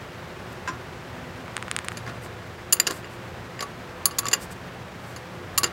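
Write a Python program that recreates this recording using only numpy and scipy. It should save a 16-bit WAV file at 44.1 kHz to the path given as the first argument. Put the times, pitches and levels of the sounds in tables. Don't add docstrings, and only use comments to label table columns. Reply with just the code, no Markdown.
import sys
import numpy as np
from scipy import signal
from scipy.fft import rfft, irfft, next_fast_len
from scipy.io import wavfile

SR = 44100
rng = np.random.default_rng(int(sys.argv[2]) if len(sys.argv) > 2 else 0)


def int16_out(signal):
    q = np.round(np.clip(np.atleast_2d(signal).T, -1, 1) * 32767)
    wavfile.write(sys.argv[1], SR, q.astype(np.int16))


N = 252252

# frequency in Hz, relative spectral density in dB.
WASH_SPECTRUM = [(15, -65), (25, -44), (45, -8), (108, -2.5), (145, -3), (180, -1.5), (200, -5.5),
                 (317, -10.5), (354, -5.5), (463, -10.5), (516, -8.5), (575, -8.5), (1700, -12.5),
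                 (11600, -39), (16000, -41)]
BRUSH_SPECTRUM = [(1000, -43), (3500, -8), (4800, 3), (6000, -1.5), (8200, 5.5), (10500, -1), (13500, -2),
                  (16000, -9)]
CLUNK_SPECTRUM = [(300, -21), (750, -2), (1100, 16), (1700, 12), (2600, 2.5), (6800, -7), (11000, -19),
                  (16000, -38)]
CLASH_SPECTRUM = [(200, -16), (400, -6), (900, -15), (1800, -2.5), (2400, -6.5), (3700, -3), (4900, -1),
                  (5700, -3.5), (7300, 4), (8200, -9.5), (9200, 1), (12200, -7), (13100, 2.5), (16000, -39)]
# time in seconds, level in dB.
WASH_LEVELS = [(0.0, -39), (2.15, -39), (2.42, -40), (4.44, -39), (4.99, -40), (5.46, -39.5), (5.72, -38.5)]
# frequency in Hz, level in dB.
HUM_PARTIALS = [(87, -54.5), (118.4, -50), (177, -54.5), (255, -65), (352, -54), (436, -59), (501, -54.5),
                (528, -62)]
# middle in seconds, length in seconds,
# frequency in Hz, level in dB.
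BACKGROUND_SWELLS = [(0.504, 1.04, 364, -48), (1.096, 1.79, 252, -48.5), (2.333, .6, 111, -42.5),
                     (5.543, 0.56, 89, -42.5)]
# middle in seconds, length in seconds, level in dB.
GLOVE_STROKES = [(0.528, 0.022, -51), (1.848, 0.012, -40.5), (1.923, 0.053, -53), (2.244, 0.078, -48),
                 (2.947, 0.17, -47), (3.134, 0.11, -57), (4.428, 0.087, -43), (4.52, 0.05, -46),
                 (5.087, 0.26, -56.5)]
# start in seconds, level in dB, relative ring level in dB,
# relative thud level in dB, thud pitch in Hz.
CALIPER_BLOWS = [(0.676, -28, 9.5, -8, 330), (.684, -28, 9.5, -11, 324), (2.075, -31.5, -20, -0.5, 197),
                 (2.093, -33.5, -2, 1.5, 204), (2.904, -28, -12, -7, 356)]
# relative ring and thud levels in dB, thud pitch in Hz.
CALIPER_ANSWER = (-14, -5.5, 396)
# frequency in Hz, relative level in dB, nominal time to decay by 60 dB in seconds.
CALIPER_MODES = [(1028, -10, .2), (1303, -17, .14), (1418, -25, .9), (1580, -9, .09), (2606, -17, .12),
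                 (5200, -29, .16), (5760, -28, .13), (6850, -22, .08), (7230, -29, .18)]
BENDING_MODES = [(1137.6, -16, 0.11), (1275, -17, 0.048)]
HANDLE_MODES = [(1876, -21, 0.013), (2823, -13.5, 0.068), (4830, -6.5, 0.058), (7145, -0.5, 0.064),
                (10540, -19.5, 0.092), (13230, -19.5, 0.07)]
PLATE_MODES = [(4360, -5.5, 0.026), (4530, -4, 0.03), (6670, 0, 0.012), (8870, -7.5, 0.024),
               (9940, -8.5, 0.095), (11370, -10, 0.04), (11600, -19, 0.053), (15700, -13, .055)]
NUT_MODES = [(6420, -1.5, 0.046), (10530, -9.5, 0.097), (14520, -15, .068), (14860, -14, .06)]
# start in seconds, peak level in dB.
TICKS = [(1.4805, -25), (1.5671, -8), (1.5788, -20), (1.6264, -15), (1.6818, -20.5), (1.714, -6),
         (1.7646, -5), (1.789, -10), (1.8455, -23.5), (1.8848, -7.5), (1.919, -20), (2.262, -29)]
# frequency in Hz, relative spectral density in dB.
TICK_SPECTRUM = [(200, -35), (700, -17), (1100, 2), (1700, 3.5), (3600, -3), (4400, -10), (5000, -9),
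                 (6000, -21), (6700, -5), (7600, -11.5), (8700, -0.5), (9700, -11), (13500, -38),
                 (16000, -32)]
# start in seconds, level in dB, spot struck, relative bending level in dB.
TOOL_BLOWS = [(1.971, -27.5, "nut", -6), (2.064, -31, "seat", -10), (2.7252, -7.5, "shank", -13.5),
              (2.7995, -6, "stop", -24), (2.8681, -19.5, "collar", 2), (2.872, -13.5, "seat", -12),
              (2.9087, -20, "handle", -18), (2.921, -27, "seat", -20), (3.0443, -39, "stop", 10),
              (3.5922, -30, "stop", 8), (3.606, -20, "seat", -7), (3.6248, -26, "nut", 16),
              (4.0556, -8, "plate", -1), (4.110, -31.5, "nut", 12), (4.1854, -12, "handle", -10),
              (4.189, -15, "plate", -2), (4.255, -24.5, "handle", 15.5), (4.266, -20, "seat", -6),
              (4.2841, -18.5, "handle", -14), (4.331, -15, "collar", 1), (4.3353, -13, "collar", -15),
              (5.1624, -31, "nut", -14), (5.5775, -11, "shank", 4), (5.633, -13, "seat", -7),
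              (5.6413, -15, "collar", -3)]
SPOTS = {"shank": (2830, 13, 3, -4.5, -6, -22, 0.66, -21),
         "plate": (10095, 1.5, 2, -6.5, 0, -10, 0.75, -24.5),
         "stop": (1844, 13.5, -1.8, 2, -17, -26, 0.53, -27),
         "seat": (4705, 7.5, -2, -16, -21, -23, 0.76, -13),
         "handle": (7239, 5.5, .3, -5.5, -8, -16, 0.46, -21),
         "collar": (2952, 3, -3.5, 5, -16, 0.5, 0.66, -14),
         "nut": (10403, 4.5, -1, -6.5, -4, -4, 1.07, -27)}
# start in seconds, length in seconds, mean level in dB,
# relative bending level in dB.
CHATTER = [(2.769, .01, -31, -5), (2.904, .01, -33.5, -8), (4.235, .02, -36, 17), (4.318, .015, -26.5, 0),
           (5.657, .02, -28, 8)]
REBOUNDS, REBOUND_S = {"shank": ("plate", -1), "collar": ("nut", -15.5)}, 0.0048


def amp(db):
    return np.exp(np.asarray(db) * (np.log(10) / 20))


def unit(x):
    return x / np.sqrt(np.mean(x ** 2) + 1e-20)


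def level_at(spectrum, hz):
    knots_hz, db = np.transpose(spectrum)
    return np.interp(np.log(hz + 1), np.log(knots_hz + 1), db)


def add(mix, start_s, sound):
    part = mix[max(round(start_s * SR), 0):][:len(sound)]
    part += sound[:len(part)]


def noise(colour, size):
    hz = np.fft.rfftfreq(size, 1 / SR)
    return unit(irfft(rfft(rng.standard_normal(size)) * amp(colour(hz)), size))


def drift(rate_hz, step=16):
    size = next_fast_len(N // step + 2)
    coarse = noise(lambda hz: -10 * np.log10(1 + (hz / step / rate_hz) ** 4), size)
    return np.interp(np.arange(N) / step, np.arange(size), coarse)


def decay(t, t60):
    return amp(-60 * t / max(t60, 1e-4))


def workshop(flutter_db=.5, waver_db=3.0, wander_hz=1.37):
    level_db = np.interp(np.arange(N) / SR, *np.transpose(WASH_LEVELS))
    wash = amp(level_db + flutter_db * drift(30)) * noise(lambda hz: level_at(WASH_SPECTRUM, hz), N)
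    hum = np.zeros(N)
    for hz, db in HUM_PARTIALS:
        waver = amp(waver_db * drift(3.4))
        cycles = np.cumsum(hz + wander_hz * drift(6.8)) / SR
        hum += amp(db) * unit(waver * np.sin(2 * np.pi * cycles))
    return wash + hum


def background_swells(width_hz=7):
    out = np.zeros(N)
    for middle, length, centre_hz, db in BACKGROUND_SWELLS:
        size = int(length * SR)
        band = noise(lambda hz: -20 * np.log10(1 + ((hz - centre_hz) / width_hz) ** 2), N)[:size]
        add(out, middle - length / 2, amp(db) * unit(band) * signal.windows.hann(size))
    return out


def glove_brushes(grain_db=1.5):
    pressure = np.zeros(N)
    for middle, length, db in GLOVE_STROKES:
        add(pressure, middle - length / 2, amp(db) * signal.windows.hann(int(length * SR)))
    grain = amp(grain_db * drift(300))
    return pressure * grain * noise(lambda hz: level_at(BRUSH_SPECTRUM, hz), N)


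def caliper_ring(t, detune=0.0013):
    shifts = 1 + detune * rng.standard_normal(len(CALIPER_MODES))
    return sum(amp(db) * decay(t, t60) * np.sin(2 * np.pi * hz * shift * t)
               for (hz, db, t60), shift in zip(CALIPER_MODES, shifts))


def caliper_clunks(body_t60=0.085, thud_t60=0.15, swell_s=0.0046, skirt_db_per_octave=24, stir_db=-40):
    out, t = np.zeros(N), np.arange(16384) / SR
    passed_on = [(start, db + SPOTS[spot][-1]) for start, db, spot, _ in TOOL_BLOWS]
    answers = [(start, db, *CALIPER_ANSWER) for start, db in passed_on if db > stir_db]
    for start, db, ring_db, thud_db, thud_hz in CALIPER_BLOWS + answers:
        body = noise(lambda hz: level_at(CLUNK_SPECTRUM, hz), len(t)) * decay(t, body_t60)
        thud = noise(lambda hz: -skirt_db_per_octave * abs(np.log2((hz + 1) / thud_hz)), len(t))
        thud *= decay(t, thud_t60) * (1 - np.exp(-t / swell_s))
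        add(out, start, amp(db) * (body + amp(thud_db) * thud + amp(ring_db) * caliper_ring(t)))
    return out


def garage_reverb(x, arch_db=-15, arch_t60=0.065, room_db=-24, room_t60=0.26, treble_t60=0.34):
    t = np.arange(SR * 3 // 4) / SR
    signs = rng.choice([-1., 1.], len(t))
    taps = signs * (rng.random(len(t)) < 3000 / SR) * (t > .002)
    dull_taps = signal.sosfilt(signal.butter(2, 4000, fs=SR, output="sos"), taps)
    arch = taps * decay(t, arch_t60)
    room = dull_taps * decay(t, room_t60) + 0.25 * taps * decay(t, treble_t60)
    echoes = amp(arch_db) * arch / np.linalg.norm(arch) + amp(room_db) * room / np.linalg.norm(room)
    return x + signal.fftconvolve(x, echoes)[:N]


def handling_ticks(pitch_spread=0.013, plain_db=-9, tilt_per_db=0.48):
    out, hz = np.zeros(N), abs(np.fft.fftfreq(2048, 1 / SR))
    for start, db in TICKS:
        tilt_db = tilt_per_db * (db - plain_db) * np.log2(np.maximum(hz, 1000))
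        shift = 1 + pitch_spread * rng.standard_normal()
        log_gain = np.log(amp(level_at(TICK_SPECTRUM, hz * shift) + tilt_db))
        snap = np.fft.ifft(np.exp(np.conj(signal.hilbert(log_gain)))).real
        add(out, start, amp(db) * snap / abs(snap).max())
    return out


def tool_contacts(chatter_per_s=90, scatter_db=2, jitter=0.23):
    contacts = list(TOOL_BLOWS)
    for start, db, spot, bend_db in TOOL_BLOWS:
        if spot in REBOUNDS:
            landing, rebound_db = REBOUNDS[spot]
            contacts.append((start + REBOUND_S, db + rebound_db, landing, bend_db))
    for start, length, db, bend_db in CHATTER:
        for due in np.arange(start, start + length, 1 / chatter_per_s):
            late, strength = rng.standard_normal(2)
            spot = rng.choice(["handle", "seat", "nut"])
            contacts.append((due + jitter * late / chatter_per_s, db + scatter_db * strength, spot, bend_db))
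    return contacts


def tool_clinks(contacts, clash_db=-4, clash_t60=0.054, contact_s=0.00006, buzz_s=0.0003, seat_s=0.018,
                seated_gain=0.22, firm_db=-11.5, tilt_per_db=0.4765, halving_db=63, grip_wobble=0.00259):
    out, t = np.zeros(N), np.arange(8192) / SR
    parts = BENDING_MODES, HANDLE_MODES, PLATE_MODES, NUT_MODES
    energies = [np.zeros((len(modes), N)) for modes in parts]
    attack = 1 - np.exp(-t / contact_s)
    build = 1 - np.exp(-t / buzz_s)
    for start, db, spot, bend_db in contacts:
        focus_hz, lift_db, tilt, *part_dbs, hold, _ = SPOTS[spot]
        tilt += tilt_per_db * (db - firm_db)
        hold *= 2 ** ((firm_db - db) / halving_db)

        def drive_db(hz, pivot_hz=5000, focus_octaves=0.21):
            focus = np.exp(-.5 * (np.log2((hz + 1) / focus_hz) / focus_octaves) ** 2)
            return tilt * np.log2(np.maximum(hz, 1000) / pivot_hz) + lift_db * focus

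        choke = seated_gain + (1 - seated_gain) / (1 + (t / (seat_s * hold)) ** 4)
        clash = noise(lambda hz: level_at(CLASH_SPECTRUM, hz) + drive_db(hz), len(t))
        add(out, start, amp(db + clash_db) * attack * choke * decay(t, clash_t60 * hold) * clash)
        for modes, stores, part_db in zip(parts, energies, [bend_db, *part_dbs]):
            for (hz, mode_db, t60), energy in zip(modes, stores):
                if modes is BENDING_MODES:
                    swing = decay(t, t60)
                else:
                    swing = amp(drive_db(hz)) * choke * decay(t, t60 * hold)
                add(energy, start, (amp(db + part_db + mode_db) * build * swing) ** 2)
    for modes, stores in zip(parts, energies):
        for (hz, _, _), energy in zip(modes, stores):
            live = energy > 0
            pitch_hz = hz * (1 + grip_wobble * drift(62.6)[live])
            out[live] += np.sqrt(energy[live]) * np.sin(2 * np.pi * np.cumsum(pitch_hz) / SR)
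    return out


def scene():
    background = workshop() + background_swells()
    close = handling_ticks() + glove_brushes()
    metal = tool_clinks(tool_contacts()) + caliper_clunks()
    return (background + close + garage_reverb(metal))[None]


def record(dry, port_hz=9550, port_width_hz=700, port_depth=0.41, edge_hz=15950):
    thin = signal.sosfilt(signal.butter(3, 42, "highpass", fs=SR, output="sos"), dry)
    port = signal.lfilter(*signal.iirpeak(port_hz, port_hz / port_width_hz, fs=SR), thin)
    rounded = np.tanh(thin - port_depth * port)
    lowpass = signal.firwin(401, edge_hz, window=("kaiser", 9), fs=SR)
    return signal.oaconvolve(rounded, lowpass[None], "same")


dry = scene()
out = record(dry)
int16_out(out)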